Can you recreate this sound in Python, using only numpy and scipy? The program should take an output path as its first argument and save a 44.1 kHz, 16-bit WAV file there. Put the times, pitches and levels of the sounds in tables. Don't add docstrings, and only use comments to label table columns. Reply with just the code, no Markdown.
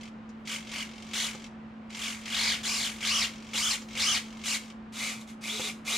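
import sys
import numpy as np
from scipy import signal
from scipy.fft import rfft, irfft, next_fast_len
from scipy.io import wavfile
from scipy.ndimage import uniform_filter1d

SR = 44100
rng = np.random.default_rng(int(sys.argv[2]) if len(sys.argv) > 2 else 0)


def generate_wav(signal):
    frames = np.transpose(np.atleast_2d(signal))
    scaled = np.clip(frames, -1, 1) * 32767
    pcm = np.round(scaled).astype(np.int16)
    wavfile.write(sys.argv[1], SR, pcm)


N = 263277
T = np.arange(N) / SR

# freq_hz, gain_db
AIR_SPECTRUM = [(12, -72), (20, -14), (164, -12), (194, -15), (223, -7.5), (310, -16.5), (357, -19),
                (421, -22), (525, -19), (603, -23), (1080, -22.5), (2690, -33), (7720, -56.5), (15000, -82)]
# freq_hz, side_db
AIR_WIDTH = [(50, -22.5), (220, -15), (400, -15), (800, -4), (2000, -6.5), (8000, -7.5)]
# pitch_hz, level_db
FAN_LINES = [(118.4, -66), (220.4, -44.5), (360.5, -65), (603, -79.5), (737, -70.5), (1211, -77.5)]
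# start_s, end_s, level_db
LOAD_HOLDS = [(0, 0.091, -50), (0.457, .86, -48.5), (0.857, 1.478, -49), (1.899, 2.62, -51),
              (2.949, 3.536, -51), (3.885, 3.951, -48), (4.242, 4.722, -51.5)]
# freq_hz, gain_db
TICK_SPECTRUM = [(400, -6.5), (1500, -7.5), (2300, 0), (3400, 2.5), (4700, -3.5), (5600, -1.5), (7400, -7),
                 (9000, -18), (15000, -34.5)]
# freq_hz, width_hz, gain_db
AIRFRAME_MODES = [(1207, 260, -7.5), (2227, 250, 2.5), (3000, 29, -18), (3296, 55, -7), (4400, 140, -33),
                  (6740, 160, -21), (9170, 510, -4.5)]
# start_s, thud_db, click_db
LINKAGE_KNOCKS = [(.291, -64, -56.5), (1.349, -42, -44), (3.544, -43, -47), (3.818, -50, -45.5),
                  (3.971, -45, -56), (5.487, -48, -47), (5.596, -35.5, -40), (5.898, -51, -55)]
# pitch_hz, t60_s, level_db
LINKAGE_MODES = [(407.3, 0.15, -1), (519.3, 0.051, 2.5), (825, 0.062, 1), (987, 0.026, -5),
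                 (1180, .05, -1.5)]
# start_s, fastest_s, end_s, start_mesh_hz, top_mesh_hz,
# level_db, treble_db
TAIL_MOVES = [ (0.474, 0.538, 0.61, 1217, 1479, -29, 1.5), (0.717, .81, 0.86, 1129, 1340, -26.5, 0),
              (1.134, 1.215, 1.351, 1620, 1884, -28.5, 1.6), (1.946, 2.053, 2.22, 960, 1515, -29, 1.24),
              (2.255, 2.472, 2.614, 980, 2252, -26, 0), (2.631, 2.711, 2.997, 1480, 2702, -29.5, 1.65),
              (3.007, 3.164, 3.311, 1135, 3062, -26, 0.16), (3.534, 3.669, 3.796, 1390, 3296, -28, 1.94),
              (3.952, 4.102, 4.226, 1122, 3176, -25.5, 0.4), (4.438, 4.517, 4.6, 1184, 2816, -29.5, 2.4)]
# mesh_multiple, slow_db, fast_db
WHINE_ORDERS = [(.41, -16, -5), (1, -5.5, 1.5), (2, 3, -3.5), (3, -7, -7), (4, -13, -15)]
# freq_hz, gain_db
TAIL_SPECTRUM = [(200, -46), (400, -21), (600, -12.5), (1000, -10), (1650, -10), (2300, -8.5), (3100, -3),
                 (3800, -5.5), (5100, -4.5), (6200, -6), (7600, -7.5), (8400, -15.5), (9400, -13.5),
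                 (10200, -21), (13500, -25), (15500, -39)]
# start_s, fastest_s, end_s, start_mesh_hz, top_mesh_hz, level_db
THIRD_MOVES = [ (4.92, 5.054, 5.222, 1180, 2302, -29), (5.185, 5.207, 5.24, 1098, 1166, -31),
               (5.262, 5.289, 5.345, 1060, 1523, -37), (5.407, 5.56, 5.635, 1505, 4000, -33.5),
               (5.57, 5.654, 5.748, 2004, 3948, -32.5), (5.845, 5.966, 6.064, 1281, 4047, -27)]
# freq_hz, gain_db
THIRD_SPECTRUM = [(250, -32), (750, -7), (1650, -11.5), (2400, -2.5), (4000, -2.5), (4800, -5.5),
                  (7200, -4.5), (9300, -14.5), (11000, -17.5), (14500, -25.5), (15500, -32)]
# freq_hz, side_db
REFLECTION_WIDTH = [(200, -25), (700, -10.5), (1600, 0.5), (2300, -11), (3100, -10.5), (5000, -6),
                    (6800, -4), (8100, 2), (9100, -2.5), (10000, 3), (15000, -2)]
# freq_hz, left_bias_db
STEREO_TILT = [(700, -2), (1400, 2.5), (3100, 0), (4100, 3.5), (6100, -1), (7700, -3), (8500, 4),
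               (9400, -4), (10500, 10.5), (12000, 1.5), (13600, 8.5), (15000, 0)]

FRAME_HZ, FIRST_FRAME_S = 45.41, .0096
ROTOR_TEETH, STOP_MESH_HZ, TOP_HZ = 9, 802.8, 15650
TAIL_DRIVE = dict(rise=1.53, fall=1.91, knee_hz=1732, steepness=3.58, spin_up_s=0.0054)
THIRD_DRIVE = dict(rise=1.62, fall=2.33, knee_hz=2520, steepness=2.44, spin_up_s=0.012)
STRAIN_DB, STRAIN_S = 11, 0.053
JOLT_DB, JOLT_S = -45, 0.014


def undb(db):
    return 10 ** (np.asarray(db) / 20)


def unit(x):
    return x / np.sqrt(np.mean(x ** 2))


def noise():
    return rng.standard_normal(N)


def drift(rate_hz):
    span = max(int(SR / rate_hz), 2)
    steps = np.repeat(rng.standard_normal(N // span + 1), span)
    return unit(uniform_filter1d(uniform_filter1d(steps, span), span)[:N])


def during(start_s, end_s, fade_s=0.0068):
    return np.clip((T - start_s) / fade_s + 1, 0, 1) * np.clip((end_s - T) / fade_s + 1, 0, 1)


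def colour(x, spectrum, power=1):
    size = next_fast_len(N + 8192)
    hz, db = np.transpose(spectrum)
    bins_hz = np.maximum(np.fft.rfftfreq(size, 1 / SR), 1)
    curve_db = power * np.interp(np.log(bins_hz), np.log(hz), db)
    return irfft(rfft(x, size) * undb(curve_db), size)[:N]


def shop_fan():
    air, side = (colour(noise(), AIR_SPECTRUM) for _ in range(2))
    air = undb(-51 + .5 * drift(4.2)) * unit(colour(air, [(20, -9.5), (60, -1), (110, -5), (160, 1)]))
    side = colour(undb(-46.5) * unit(side), AIR_WIDTH)
    hum = np.zeros(N)
    for hz, db in FAN_LINES:
        amplitude = np.sqrt(2) * undb(db + 0.39 * drift(8.1))
        hum += amplitude * np.sin(2 * np.pi * hz * T + .12 * drift(17))
    return np.array([air + side + undb(-1.14) * hum, air - side + undb(-0.5) * hum])


def frame_phase():
    return (T - FIRST_FRAME_S) * FRAME_HZ % 1


def current_kick(duty, coast):
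    phase = frame_phase()
    return np.minimum(phase / duty, 1) * np.exp(-np.maximum(phase - duty, 0) / coast)


def airframe(x, spectrum):
    modes = sum(undb(db) * signal.lfilter(*signal.iirpeak(hz, hz / width_hz, SR), x)
                for hz, width_hz, db in AIRFRAME_MODES)
    return unit(colour(x + modes, spectrum))


def holding_buzz():
    starts_s = [row[0] for row in TAIL_MOVES]
    strain = np.max([np.exp(-((T - start_s) / STRAIN_S) ** 2) for start_s in starts_s], axis=0)
    chatter = undb(-14 + STRAIN_DB * strain)
    frame = np.floor((T - FIRST_FRAME_S) * FRAME_HZ).astype(int) + 1
    nudge = current_kick(duty=.06, coast=.25)
    ticks = noise() * (nudge * undb(3 * noise()[frame]) + chatter)
    held = sum(undb(db) * during(start_s, end_s) for start_s, end_s, db in LOAD_HOLDS)
    jolts = sum(np.exp(-np.abs(T - start_s) / JOLT_S) * (T > start_s) for start_s in starts_s)
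    return airframe(ticks, TICK_SPECTRUM) * (held + undb(JOLT_DB) * jolts)


def linkage_knocks():
    knocks = np.zeros(N)
    for start_s, thud_db, click_db in LINKAGE_KNOCKS:
        age_s = np.maximum(T - start_s, 0)
        thud = np.zeros(N)
        for hz, t60_s, db in LINKAGE_MODES:
            pitch_hz = hz * (1 + 0.009 * rng.standard_normal())
            thud += undb(db) * np.sin(2 * np.pi * pitch_hz * age_s) * 1000 ** (-age_s / t60_s)
        click = noise() * np.exp(-age_s / 0.011) * (T > start_s)
        knocks += undb(thud_db) * thud / 2 + undb(click_db) * click
    return colour(knocks, [(300, 5), (7000, 7.5), (11000, -22)])


def motor_drive(strokes, rise, fall, knee_hz, steepness, spin_up_s):
    mesh_hz, gain = np.full(N, STOP_MESH_HZ), np.zeros(N)
    for start_s, fastest_s, end_s, start_hz, top_hz, db, *_ in strokes:
        up = np.sin(np.pi / 2 * np.clip((T - start_s) / (fastest_s - start_s), 0, 1)) ** rise
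        down = np.sin(np.pi / 2 * np.clip((end_s - T) / (end_s - fastest_s), 0, 1)) ** fall
        rising_hz = start_hz + (top_hz - start_hz) * up
        falling_hz = STOP_MESH_HZ + (top_hz - STOP_MESH_HZ) * down
        hz = np.where(T < fastest_s, rising_hz, falling_hz)
        running = during(start_s, end_s)
        engaged = 1 - np.exp(-np.maximum(T - start_s, 0) / spin_up_s)
        mesh_hz = np.maximum(mesh_hz, hz * running)
        gain = np.maximum(gain, running * engaged * undb(db) / np.hypot(1, (knee_hz / hz) ** steepness))
    return mesh_hz, gain


def gears(mesh_hz, orders, rattle_db, grit_db):
    teeth_passed = np.cumsum(mesh_hz) / SR
    whine = sum(undb(db + 2 * drift(160)) * np.sin(2 * np.pi * k * teeth_passed) * (k * mesh_hz < TOP_HZ)
                for k, db in orders)
    tooth = teeth_passed.astype(int) % N
    rattle = unit(noise() * undb(grit_db * noise()[tooth]))
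    return (whine + undb(rattle_db) * rattle) / np.hypot(1, undb(rattle_db) / 2)


def tail_servos(mesh_hz, gain):
    effort = np.clip((mesh_hz - 900) / 2200, 0, 1)
    duty = 0.162 + 0.325 * effort
    surge = np.minimum(frame_phase() / duty, (1 - frame_phase()) / (1 - duty)) - .5
    warble = 1 + (.62 - 0.461 * effort) * surge
    orders = [(k, slow_db + (fast_db - slow_db) * effort ** 2) for k, slow_db, fast_db in WHINE_ORDERS]
    lead_hz = mesh_hz * (warble + 0.0213 * drift(400))
    lead = gears(lead_hz, orders, rattle_db=5 - 4.5 * effort, grit_db=1)
    lag_hz = .86 * mesh_hz * (warble + .05 * drift(300))
    lag = undb(-5.5) * gears(lag_hz, [(1, -6), (2, 3)], rattle_db=4, grit_db=4)
    impact_db = (10 - 9 * effort) * (current_kick(duty=0.023, coast=0.78) - .5)
    whir = airframe((lead + lag) * undb(impact_db), TAIL_SPECTRUM)
    bright_db = sum(db * during(start_s, end_s) for start_s, _, end_s, *_, db in TAIL_MOVES)
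    treble = colour(whir, [(4000, -45), (6500, 9.5)])
    return (whir + treble * (undb(bright_db) - 1)) * gain


def stand_rocking(gain):
    swing = uniform_filter1d(gain, size=SR // 3)
    rumble = colour(noise(), [(15, -25), (35, -5), (72, 1.5), (120, -4.5), (400, -19), (800, -35.5)])
    return undb(-24) * swing * unit(rumble)


def third_servo():
    mesh_hz, gain = motor_drive(THIRD_MOVES, **THIRD_DRIVE)
    rough_hz = mesh_hz * (1 + .025 * drift(150) + .04 * drift(900))
    rattle_db = np.interp(mesh_hz, [2000, 3600], [14, 7])
    teeth = gears(rough_hz, [(1, 1), (2, -12)], rattle_db, grit_db=3)
    whir = airframe(teeth, THIRD_SPECTRUM)
    rotor = np.sin(2 * np.pi * np.cumsum(rough_hz / ROTOR_TEETH) / SR)
    shake = rotor * (mesh_hz / mesh_hz.max()) ** 2 * undb(3.4 * drift(70))
    body = signal.lfilter(*signal.iirpeak(434, Q=9, fs=SR), shake)
    return whir * gain + undb(-43) * body


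def reflections(x, t60_s):
    age_s = T[:SR // 2]
    tail = rng.standard_normal(len(age_s)) * 1000 ** (-age_s / t60_s) * (1 - np.exp(-age_s * 1000))
    return signal.fftconvolve(x, tail / np.linalg.norm(tail))[:N]


def in_room(x):
    near = reflections(x, t60_s=.05)
    mid = undb(-2) * x + undb(-9) * near + undb(-12) * reflections(x, t60_s=0.33)
    side = undb(-3) * reflections(x, t60_s=0.065) + undb(-9) * reflections(x, t60_s=0.25)
    side = colour(side, REFLECTION_WIDTH)
    left = colour(mid + side, STEREO_TILT, power=0.53)
    right = colour(mid - side, STEREO_TILT, power=-0.39)
    return np.array([left, right])


def scene():
    mesh_hz, gain = motor_drive(TAIL_MOVES, **TAIL_DRIVE)
    return (shop_fan() + in_room(holding_buzz() + linkage_knocks())
            + in_room(tail_servos(mesh_hz, gain)) + stand_rocking(gain) + in_room(third_servo()))


def record(dry):
    return signal.sosfilt(signal.ellip(10, .1, 80, TOP_HZ, fs=SR, output="sos"), dry)


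dry = scene()
out = record(dry)
generate_wav(out)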